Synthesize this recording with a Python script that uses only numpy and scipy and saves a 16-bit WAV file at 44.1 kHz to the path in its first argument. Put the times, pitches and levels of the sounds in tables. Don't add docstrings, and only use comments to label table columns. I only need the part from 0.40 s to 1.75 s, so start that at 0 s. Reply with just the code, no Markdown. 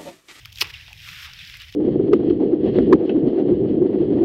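import sys
import numpy as np
from scipy import signal
from scipy.fft import rfft, irfft, next_fast_len
from scipy.io import wavfile

SR = 44100
rng = np.random.default_rng(int(sys.argv[2]) if len(sys.argv) > 2 else 0)


def dump_mix(stems):
    frames = np.atleast_2d(stems).T
    limited = np.clip(frames, -1, 1)
    pcm = np.round(limited * 32767).astype(np.int16)
    wavfile.write(sys.argv[1], SR, pcm)


N = 59535

# f/Hz, level/dB
RUMBLE_SPECTRUM = [(12, -28), (20, -20), (59, -0.5), (81, -0.5), (112, -3), (151, -10), (195, -23.5),
                   (258, -28), (497, -38), (640, -37), (700, -34), (910, -59), (1540, -120)]
# f/Hz, level/dB
HISS_SPECTRUM = [(200, -11.5), (600, 4.5), (1000, 7), (3000, -4), (7000, -9), (15500, 0)]
# t/s, relative level/dB, lower edge/Hz
RUB_TRACK = [(0, -50.5, 1690), (0.045, -55, 1660), (0.075, -53, 1250), (0.115, -54, 1900),
             (0.13, -56, 2300), (0.15, -51, 2250), (0.178, -48, 2000), (0.19, -42.5, 1700),
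             (0.21, -41.5, 1600), (0.24, -37.5, 1390), (0.283, -47, 1430), (0.305, -35.5, 1590),
             (0.321, -56.5, 1370), (0.338, -41.5, 1530), (0.39, -45.5, 1570), (0.46, -47.5, 1710),
             (0.49, -46, 1760), (0.545, -52, 1900), (0.58, -46.5, 1900), (0.64, -43, 1710),
             (0.68, -40.5, 1160), (0.76, -41.5, 1290), (0.81, -39, 1280), (0.858, -39, 1180),
             (0.88, -43, 1010), (0.945, -46.5, 1390), (1.01, -41.5, 1680), (1.11, -43.5, 1580),
             (1.132, -42.5, 1770), (1.16, -42.5, 1600), (1.19, -46.5, 1550), (1.215, -39.5, 1370),
             (1.265, -52, 1630), (1.285, -41.5, 1690), (1.315, -51.5, 1900), (1.35, -43, 1950)]
# f/Hz, level/dB
RUB_SPECTRUM = [(300, -20), (900, -4.5), (1400, -2.5), (1900, -2.5), (2600, 0), (3600, -3), (4400, -9.5),
                (5300, -7), (6500, -23), (9000, -27), (15500, -32)]
# t/s, level/dB
FIZZ_TRACK = [(0, -61.5), (0.118, -67), (0.127, -57), (0.148, -58), (0.187, -51.5), (0.21, -38.5),
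              (0.24, -61), (0.305, -54), (0.32, -64.5), (0.55, -62.5), (0.62, -56.5), (0.68, -50),
              (0.77, -54), (0.852, -49.5), (0.88, -62), (0.96, -62), (1.03, -61), (1.11, -57), (1.22, -63),
              (1.27, -62.5), (1.35, -66)]
# f/Hz, level/dB
FIZZ_SPECTRUM = [(3000, -10.5), (5500, 7.5), (7500, -2), (10000, -8.5), (13200, 1), (14500, -3.5),
                 (15800, -8)]
# f/Hz, share/1
TREBLE_SHARE = [(4500, 0.058), (8000, 0.93)]
# t/s, level/dB, ring/Hz, treble/dB
TICK_EVENTS = [(0.0505, -32.5, 3200, -5), (0.0560, -29.5, 2280, 6), (0.0568, -36, 1410, -1),
               (0.1220, -41.5, 3260, -4), (0.1265, -36.5, 3060, 11.5), (0.1578, -33, 3870, 6),
               (0.1738, -31, 3000, -1), (0.1850, -28, 3030, 9), (0.2315, -35, 2300, -2),
               (0.2350, -40, 2300, 1), (0.2428, -43, 3500, -22), (0.2710, -35, 2960, 1),
               (0.4790, -36.5, 2460, -23), (0.5305, -40, 2960, 6), (0.5785, -42.5, 3130, 6),
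               (0.6880, -30.5, 1920, -19), (0.9346, -33.5, 4930, -3), (1.0325, -35, 2800, -5),
               (1.0495, -36.5, 4800, -10), (1.0738, -36.5, 4660, 1), (1.0980, -35.5, 2090, -8),
               (1.1397, -31, 2580, -17), (1.1420, -33.5, 1550, -15), (1.1708, -38.5, 2030, 15),
               (1.2008, -33, 3040, -6), (1.2158, -41, 2600, -26), (1.2185, -34, 1900, -1),
               (1.3250, -36.5, 2660, 4), (1.3400, -43, 3200, -8)]
# t/s, level/dB, ring/Hz, treble/dB
CHIP_EVENTS = [(0.2452, -29, 2550, -8), (0.2528, -30.5, 2500, -9), (0.2550, -40, 2800, -3),
               (0.3398, -27, 2880, -3), (0.3445, -35, 2850, -2), (0.3480, -29, 2670, -17),
               (0.3645, -39, 3030, -6), (0.3710, -37, 2440, -10), (0.4110, -35.5, 2740, -1),
               (0.5302, -30, 2570, 5), (0.6890, -30.5, 2500, -3), (0.9895, -33.5, 2550, -8),
               (0.9920, -33, 3540, -1), (1.0140, -33, 2440, -14), (1.0985, -32.5, 3450, -3)]
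# f/Hz, level/dB
TICK_SPECTRUM = [(200, -60), (700, -34.5), (1200, -9.5), (1800, -6), (2600, -3), (4000, -1.5), (5400, -0.5),
                 (6800, -8), (9500, -21.5), (13000, -8.5), (15500, -25)]
# t/s, level/dB, ring/Hz, treble/dB
BUMP_EVENTS = [(0.4826, -42.5, 800, -6), (0.5050, -45.5, 760, -3), (0.5190, -47.5, 810, -5),
               (0.8880, -45, 900, 2)]
# f/Hz, level/dB
BUMP_SPECTRUM = [(200, -25), (800, -5), (2000, 2.5), (6000, -30)]
# f/Hz, T60/s
ECHO_DECAY = [(300, 0.26), (1000, 0.44), (3000, 0.33), (8000, 0.21), (15000, 0.17)]
# f/Hz, level/dB
ECHO_SPECTRUM = [(300, 10.5), (1000, 6), (3000, -3), (8000, -23), (15000, 3)]
# t/s, level/dB, ring/Hz, treble/dB
FIBRE_EVENTS = [(0.2070, -53, 5250, 8), (0.2094, -27, 5000, 19), (0.2103, -18.5, 4660, 3),
                (0.2135, -13.5, 2920, -5), (0.2144, -12, 4030, -6.5), (0.2153, -19, 4620, -2),
                (0.2167, -13, 4870, -8), (0.2180, -18.5, 5360, 0), (0.2203, -14.5, 2700, 10),
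                (0.2208, -17, 3350, 1), (0.2222, -17, 3320, 0), (0.2246, -21, 2800, 8),
                (0.2269, -28, 4650, 6), (0.2293, -28, 3850, 10)]
# f/Hz, level/dB
FIBRE_SPECTRUM = [(150, -19), (600, -29.5), (1100, -17.5), (1800, -9.5), (2700, 4), (4000, -2), (5400, 1),
                  (6500, -15.5), (8200, -21.5), (11800, -13), (15500, -24)]
# f/Hz, level/dB, T60/s
LOG_MODES = [(343.7, -31.5, 0.055), (437, -26, 0.021), (546, -33.5, .025), (900, -17.5, 0.0081),
             (1098, -16, 0.012), (1347, -26.5, 0.032), (1900, -24.5, 0.038)]
# t/s, level/dB
THUMP_EVENTS = [(0.257, -47), (0.726, -47), (1.039, -50)]


def amp(db):
    return 10 ** (np.asarray(db) / 20)


def unit_rms(x):
    return x / np.sqrt(np.mean(x ** 2) + 1e-20)


def along(points, hz):
    knots_hz, values = np.transpose(points)
    return np.interp(np.log(hz + 1), np.log(knots_hz + 1), values)


def curves(track):
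    knots_s, *columns = np.transpose(track)
    return [np.interp(np.arange(N) / SR, knots_s, column) for column in columns]


def filtered(x, response):
    size = next_fast_len(N + SR // 2)
    return irfft(rfft(x, size) * response(np.fft.rfftfreq(size, 1 / SR)), size)[:N]


def coloured(x, spectrum):
    return unit_rms(filtered(x, lambda hz: amp(along(spectrum, hz))))


def minimum_phase(gain):
    cepstrum = irfft(np.log(np.maximum(gain, 1e-6)))
    half = len(cepstrum) // 2
    cepstrum[1:half] *= 2
    cepstrum[half + 1:] = 0
    return np.exp(rfft(cepstrum))


def moving_highpass(x, edge_hz, order=6.4, size=512):
    hz, t, frames = signal.stft(x, SR, nperseg=size)
    frame_edge_hz = np.interp(t, np.arange(N) / SR, edge_hz)
    loss = np.sqrt(1 + (frame_edge_hz / (hz[:, None] + 1)) ** (2 * order))
    return signal.istft(frames / loss, SR, nperseg=size)[1][:N]


def outdoors(rumble_db=-50, hiss_db=-65.5):
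    rumble = coloured(rng.standard_normal(N), RUMBLE_SPECTRUM)
    hiss = coloured(rng.standard_normal(N), HISS_SPECTRUM)
    return amp(rumble_db) * rumble + amp(hiss_db) * hiss


def grains(rate_per_s, spread_db):
    slips = rng.random(N) < rate_per_s / SR
    level_db = spread_db * np.clip(rng.standard_normal(N), -2, 2)
    return slips * amp(level_db) * rng.choice([-1, 1], N)


def crumbs(rate_per_s=350, centre_hz=2800, log_spread=0.209, spread_db=3.9, t60_s=0.02):
    count, size = 900, 512
    gaps_s = rng.exponential(size=count) / rate_per_s
    pitch, strength = rng.standard_normal((count, 2)).T
    t = np.arange(size) / SR
    hz = centre_hz * np.exp(log_spread * pitch[:, None])
    notes = amp(spread_db * strength[:, None] - 60 * t / t60_s) * np.sin(2 * np.pi * hz * t)
    starts = (np.cumsum(gaps_s) * SR).astype(int)
    indices = starts[:, None] + np.arange(size)
    return unit_rms(np.bincount(indices.ravel(), notes.ravel(), N)[:N])


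def glove(crumb_db=-6, trim_db=-0.43):
    rub_db, edge_hz = curves(RUB_TRACK)
    fizz_db, = curves(FIZZ_TRACK)
    rub = coloured(grains(rate_per_s=4000, spread_db=2), RUB_SPECTRUM)
    rustle = moving_highpass(rub + amp(crumb_db) * crumbs(), edge_hz)
    fizz = coloured(grains(rate_per_s=8100, spread_db=7), FIZZ_SPECTRUM)
    return amp(rub_db + trim_db) * rustle + amp(fizz_db) * fizz


def cracks(events, spectrum, t60_s, spray_db, ring_db, width_hz, size=4096):
    out = np.zeros(N + size)
    t, hz = np.arange(size) / SR, np.fft.rfftfreq(size, 1 / SR)
    for start_s, level_db, ring_hz, treble_db in events:
        spray = rng.standard_normal(size) * amp(-60 * t / t60_s)
        force = (t == 0) + amp(spray_db) * spray / np.linalg.norm(spray)
        resonance = 1 + amp(ring_db) / (1 + (2 * (hz - ring_hz) / width_hz) ** 2)
        colour = amp(along(spectrum, hz) + treble_db * along(TREBLE_SHARE, hz))
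        crack = irfft(rfft(force) * minimum_phase(resonance * colour))
        crack *= np.sqrt(SR / 1000) / np.linalg.norm(crack)
        start = round(start_s * SR)
        out[start:start + size] += amp(level_db) * crack
    return out[:N]


def splinters():
    ticks = cracks(TICK_EVENTS, TICK_SPECTRUM, t60_s=0.016, spray_db=9.5, ring_db=12.5, width_hz=950)
    chips = cracks(CHIP_EVENTS, TICK_SPECTRUM, t60_s=0.0091, spray_db=-9.5, ring_db=25.5, width_hz=340)
    bumps = cracks(BUMP_EVENTS, BUMP_SPECTRUM, t60_s=0.038, spray_db=3, ring_db=19, width_hz=340)
    return ticks + chips + bumps


def undergrowth(x, gain_db=-18):
    hz, t, frames = signal.stft(rng.standard_normal(SR // 2), SR, nperseg=256)
    decay = amp(-60 * t / along(ECHO_DECAY, hz)[:, None])
    tail = signal.istft(frames * decay, SR, nperseg=256)[1]
    echo = signal.fftconvolve(x, tail / np.linalg.norm(tail))[:N]
    return filtered(echo, lambda hz: amp(gain_db + along(ECHO_SPECTRUM, hz)))


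def tear(crunch_db=-21.5, peak_s=0.217, sigma_s=0.0065):
    fibres = cracks(FIBRE_EVENTS, FIBRE_SPECTRUM, t60_s=0.0055, spray_db=-1, ring_db=7, width_hz=310)
    crunch = coloured(grains(rate_per_s=6000, spread_db=5), FIBRE_SPECTRUM)
    t = np.arange(N) / SR - peak_s
    swell = np.exp(-(t / sigma_s) ** 2 / 2)
    return fibres + amp(crunch_db) * swell * crunch


def log_knock(start_s=0.2203, attack_s=0.00037):
    t = np.maximum(np.arange(N) / SR - start_s, 0)
    ring = sum((-1) ** k * amp(level_db - 60 * t / t60_s) * np.sin(2 * np.pi * hz * t)
               for k, (hz, level_db, t60_s) in enumerate(LOG_MODES))
    return ring * (1 - np.exp(-t / attack_s))


def thumps(pitch_hz=160, sigma_s=0.0077):
    out = np.zeros(N)
    for centre_s, level_db in THUMP_EVENTS:
        t = np.arange(N) / SR - centre_s
        envelope = np.exp(-(t / sigma_s) ** 2 / 2)
        out += amp(level_db) * envelope * np.sin(2 * np.pi * pitch_hz * t)
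    return out


def scene():
    wood = tear() + log_knock() + splinters()
    return (wood + undergrowth(wood) + glove() + thumps() + outdoors())[None]


def record(dry):
    top_hz = 15800
    return np.array([filtered(channel, lambda hz: hz < top_hz) for channel in dry])


dry = scene()
out = record(dry)
dump_mix(out)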